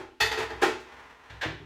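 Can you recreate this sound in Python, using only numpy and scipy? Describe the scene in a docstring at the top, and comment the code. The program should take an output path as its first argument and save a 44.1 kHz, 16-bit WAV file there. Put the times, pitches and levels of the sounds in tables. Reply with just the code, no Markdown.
"""The drawer of a countertop fryer snaps out of its catch, its metal basket rattling.
The hollow shell knocks, plastic slides on plastic, and the drawer is pushed shut with a clack;
the counter thumps under it. It is all heard from a few metres across a hard-walled kitchen,
so each contact rings its body and sets off a wash of noise that swells and dies with the room."""
import sys
import numpy as np
from scipy import signal
from scipy.fft import irfft
from scipy.io import wavfile
from scipy.ndimage import uniform_filter1d

SR = 44100
rng = np.random.default_rng(int(sys.argv[2]) if len(sys.argv) > 2 else 0)


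def waveform_to_disk(signal):
    """Save audio, clipped to [-1, 1], as 16-bit WAV at the path in sys.argv[1]."""
    frames = np.transpose(np.atleast_2d(signal))
    scaled = np.clip(frames, -1, 1) * 32767
    samples = np.round(scaled).astype(np.int16)
    wavfile.write(sys.argv[1], SR, samples)


N = 72765
TIME = np.arange(N) / SR


def from_db(db):
    """Decibels to gain."""
    return 10 ** (np.asarray(db) / 20)


def at_hz(points, hz):
    """Read a curve on a log-frequency axis."""
    points = np.array(points)
    return np.interp(np.log(hz), np.log(points[:, 0]), points[:, 1])


def noise_bands(colour, modes=(), lift_db=0, count=22):
    """Coloured noise of total power 1, lifted around the modes: centres in Hz and steady bands."""
    ripple_db, ripple_width_hz = 2.15, 30  # countless weak resonances make the spectrum uneven
    hz = np.maximum(np.arange(N // 2 + 1) * SR / N, 1)
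    edges = np.geomspace(120, 16500, count + 1) - 100
    ripple = uniform_filter1d(rng.standard_normal(len(hz)), int(ripple_width_hz * N / SR))
    near_mode = np.zeros(len(hz))
    for centre, _, _ in modes:
        half_width_hz = 41 * np.sqrt(centre / 1e3)
        near_mode = np.maximum(near_mode, 1 / (1 + ((hz - centre) / half_width_hz) ** 2))
    gain = from_db(at_hz(colour, hz) + ripple_db * ripple / ripple.std() + lift_db * near_mode)
    spectrum = gain * np.exp(2j * np.pi * rng.random(len(hz)))
    bands = []
    for low, high in zip(edges, edges[1:]):
        band = irfft(spectrum * (hz >= low) * (hz < high), N)
        window_s = max(1.5 / (high - low), .008)
        power = uniform_filter1d(band ** 2, int(SR * window_s), mode="wrap")
        bands.append(band * np.sqrt(power.mean() / (power + 1e-30)))  # hold the level steady
    bands = np.array(bands)
    return np.sqrt(edges[1:] * edges[:-1]), bands / bands.sum(0).std()


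def strike(hits, colour, modes, wash_db, lift_db, decay_scale=1.0):
    """Each hit feeds the body's modes and sets off a dense wash that swells and dies with the room."""
    # Hits. Each row: start in seconds, level in dB, tilt in dB per octave, ring in dB, swell in seconds.
    # Colour of the wash. Each row: frequency in Hz, spectral level in dB.
    # Modes. Each row: frequency in Hz, level in dB, T60 in seconds.
    # The kitchen's reverb. Each row: frequency in Hz, T60 in seconds.
    room_t60 = [(60, 0.46), (200, 0.51), (530, .4), (1400, .43), (3700, 0.5), (9700, 0.36), (15000, 0.29)]
    early_db, early_t60_s = -11.5, 0.25  # first reflections off the nearby cupboards
    centres, bands = noise_bands(colour, modes, lift_db)
    hz, mode_db, t60 = np.transpose(modes)[:, :, None]
    t = TIME[:N // 2]
    rings = from_db(mode_db - 60 * t / t60)
    tails = from_db(-60 * t / (decay_scale * at_hz(room_t60, centres)[:, None]))
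    tails *= 1 + from_db(early_db - 60 * t / early_t60_s)
    pivot_octave = np.average(np.log2(centres), weights=bands.var(1))
    wash, energy = np.zeros(N), np.zeros((len(modes), N))
    for start_s, db, tilt, ring_db, swell_s in hits:
        start, pick = int(start_s * SR), rng.integers(N // 2)
        when, part = slice(max(start, 0), start + len(t)), slice(max(-start, 0), N - start)
        rise = from_db(db) * (1 - np.exp(-(t / swell_s) ** 2))
        band_gains = from_db(wash_db + tilt * (np.log2(centres) - pivot_octave))
        mode_gains = from_db(ring_db + tilt * (np.log2(hz) - pivot_octave))
        burst = band_gains @ (bands[:, pick:pick + len(t)] * tails)
        wash[when] += (rise * burst)[part]
        energy[:, when] += (rise * rings * mode_gains)[:, part] ** 2
    tones = np.sin(2 * np.pi * (hz * TIME + rng.random(hz.shape)))
    return wash + (np.sqrt(energy) * tones).sum(0)


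def counter_thumps():
    """The counter takes the weight and booms in its low modes."""
    # Thumps, their dull wash and the counter's modes, with columns as in strike().
    thumps = [(-.03, -54, -2, 4.5, .005), (.21, -47, -7, 8, 0.0079), (.378, -52, -0.5, 13, 0.015),
              (.52, -52.5, -7, 8.5, 0.016), (.635, -41, 3, 2.5, 0.0084), (1.301, -49, -3.5, 8, 0.0075),
              (1.451, -32.5, 3.5, 2, 0.0046), (1.595, -49, 3.5, 9, 0.012)]
    colour = [(25, -22), (45, -7), (80, 0.5), (150, -5.5), (215, -15.5), (320, -2), (480, -15), (750, -18),
              (1500, -30), (4000, -79)]
    modes = [(62.07, -7.5, 0.8), (106, -2.5, .45), (155.5, -8.5, 0.31), (306, -14, 0.17),
             (412, -13.5, 0.39)]
    return strike(thumps, colour, modes, wash_db=-3, lift_db=10)


def shell_knocks():
    """The drawer knocks down and its shell rings hollowly."""
    # Knocks, their boxy wash and the shell's modes, with columns as in strike().
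    knocks = [(-.02, -35, -1, -2.5, .004), (.07, -57, -7, 3.5, 0.01), (.38, -31, 2, -10, 0.005),
              (.5, -44.5, -1.5, 7.5, 0.0084), (.617, -27.5, 1.5, -19, 0.00033),
              (.6205, -18.5, 1, -1.5, 0.006), (.797, -57.5, 4.5, -8, 0.0026)]
    colour = [(140, -25), (220, -16.5), (310, 2), (480, -0.5), (600, -2.5), (800, -4.5), (1100, -6.5),
              (1600, -7.5), (2400, -11), (4000, -18.5), (6500, -22), (9000, -31), (15500, -40.5)]
    modes = [(250, -18.5, 0.62), (336, -6.5, 0.47), (371, -7.5, 0.44), (631.3, -16, 0.36), (787, -5, 0.23),
             (822, -11.5, 0.38), (835, -17, 0.38), (872, -12.5, 0.53), (1060, -14.5, .42),
             (1336, -16, 0.47), (1432, -14, 0.48), (1580, -21, 0.62), (1655, 0.5, 0.1), (1790, -16, 0.15),
             (2270, -17.5, 0.38), (2615, -21, 0.53), (3215, -18.5, 0.34)]
    return strike(knocks, colour, modes, wash_db=-4, lift_db=3)


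def drawer_slide():
    """Plastic rubs on plastic: small catches, blurred by the room."""
    # The rub's fader moves. Each row: time in seconds, level in dB.
    fader = [(0, -43.5), (.18, -78), (.28, -48), (.43, -35), (.48, -44.5), (.56, -46.5), (.62, -41.5),
             (.82, -61.5), (.88, -52), (.96, -48.5), (1.07, -49.5), (1.17, -56), (1.27, -53), (1.38, -49),
             (1.55, -59), (1.65, -55.5)]
    # The rub's colour. Each row: frequency in Hz, spectral level in dB.
    colour = [(29, -25), (62, -3), (80, -8), (154, -8.5), (200, -23.5), (260, -2), (310, -9), (360, -12.5),
              (440, -2.5), (500, -10.5), (720, -3.5), (930, -0.5), (1200, -4.5), (1700, -4.5), (3000, -14),
              (4900, -24.5), (6000, -25), (9000, -36), (15500, -44)]
    catches_per_s, grain_t60_s, grain_share = 230, 0.11, 0.52
    catches = (rng.random(N) < catches_per_s / SR) * rng.exponential(1, N)
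    power_decay = from_db(-60 / (grain_t60_s * SR)) ** 2
    power = signal.lfilter([1], [1, -power_decay], catches)
    grain = np.sqrt(1 - grain_share + grain_share * power / power.mean())
    level = from_db(np.interp(TIME, *np.transpose(fader)))
    _, bands = noise_bands(colour)
    return level * grain * bands.sum(0)


def room_tone():
    """The faint, steady hush of the kitchen."""
    # The hush's colour. Each row: frequency in Hz, spectral level in dB.
    colour = [(25, -10), (60, -1), (200, -7.5), (1000, -9.5), (3000, -10), (8000, -26), (15500, -36)]
    _, bands = noise_bands(colour)
    return from_db(-67) * bands.sum(0)


def basket_rattles():
    """The catch snaps and the metal basket rattles, ringing at each contact."""
    # Contacts, their bright wash and the basket's modes, with columns as in strike().
    rattles = [(.2, -19.5, 0.5, 0, 0.0063), (.221, -27, -0.5, 1, 0.0017), (.257, -31.5, 0.5, -10, 0.0022),
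               (.311, -25.5, -1.5, -6, 0.0049), (.374, -30, -3, -5, 0.002), (.394, -34, -3, 0.5, 0.0079),
               (.493, -35, -4, -8.5, 0.0075), (.621, -25.5, -6, -1.5, 0.0016)]
    colour = [(150, -38), (220, -28), (260, -9.5), (330, -9), (440, 6), (520, -12), (700, 0.5), (880, 0.5),
              (1080, -5.5), (1300, -2), (1900, 2), (2200, -4.5), (2900, -4.5), (4400, -8.5), (6000, -11.5),
              (7500, -16.5), (9800, -22), (11500, -22.5), (14700, -24), (15800, -38)]
    modes = [(439.6, -4.5, 0.31), (851, -16, 0.47), (890, -22.5, 0.51), (1270, -16, 0.13),
             (1366, -15, 0.48), (1800, -11, 0.2), (1828, -6, 0.24), (1865, -8, 0.42), (1912, -15.5, 0.45),
             (2109, -23, 0.17), (2599, -3.5, 0.22), (3225, -31, 1), (3502, -11, 0.37), (3688, -17, 0.52),
             (4341, -8.5, 0.2), (4388, -12.5, 0.28), (4775, -25, 0.31), (4630, -22.5, 0.35),
             (6200, -22.5, 0.13), (6660, -35, .3), (7200, -24.5, 0.2), (11260, -25, 0.22),
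             (12500, -31, 0.27)]
    return strike(rattles, colour, modes, wash_db=-2.5, lift_db=6, decay_scale=0.85)


def housing_clacks():
    """The drawer meets its housing and clacks shut."""
    # Clacks, their midrange wash and the housing's modes, with columns as in strike().
    clacks = [(1.295, -46, 0.5, 1, 0.0042), (1.347, -69, 5, -10, .005), (1.4095, -33.5, 2.5, 10.5, 0.0054),
              (1.421, -27.5, -2, -16, .01), (1.456, -43, 0, -10, .004)]
    colour = [(150, -41), (300, -20), (580, -5.5), (800, -6.5), (1000, -9), (1400, -9), (1750, -1.5),
              (2200, -8.5), (3600, -11), (5000, -22), (7000, -27), (10000, -43), (13000, -42), (15500, -47)]
    modes = [(1565, -14.5, 0.25), (1642, -7, 0.17), (1782, -9.5, 0.31), (1900, -13, 0.28),
             (3400, -24, 0.31)]
    return strike(clacks, colour, modes, wash_db=-1, lift_db=1.5, decay_scale=0.92)


def scene():
    """Basket, shell, housing, counter and slide over the room tone, in mono."""
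    contacts = basket_rattles() + shell_knocks() + housing_clacks() + counter_thumps()
    return (contacts + drawer_slide() + room_tone())[None]


def record(dry):
    """A steep low-pass takes off the very top."""
    cutoff_hz = 15800
    return signal.sosfilt(signal.ellip(12, .1, 80, cutoff_hz, fs=SR, output="sos"), dry)


dry = scene()
out = record(dry)
waveform_to_disk(out)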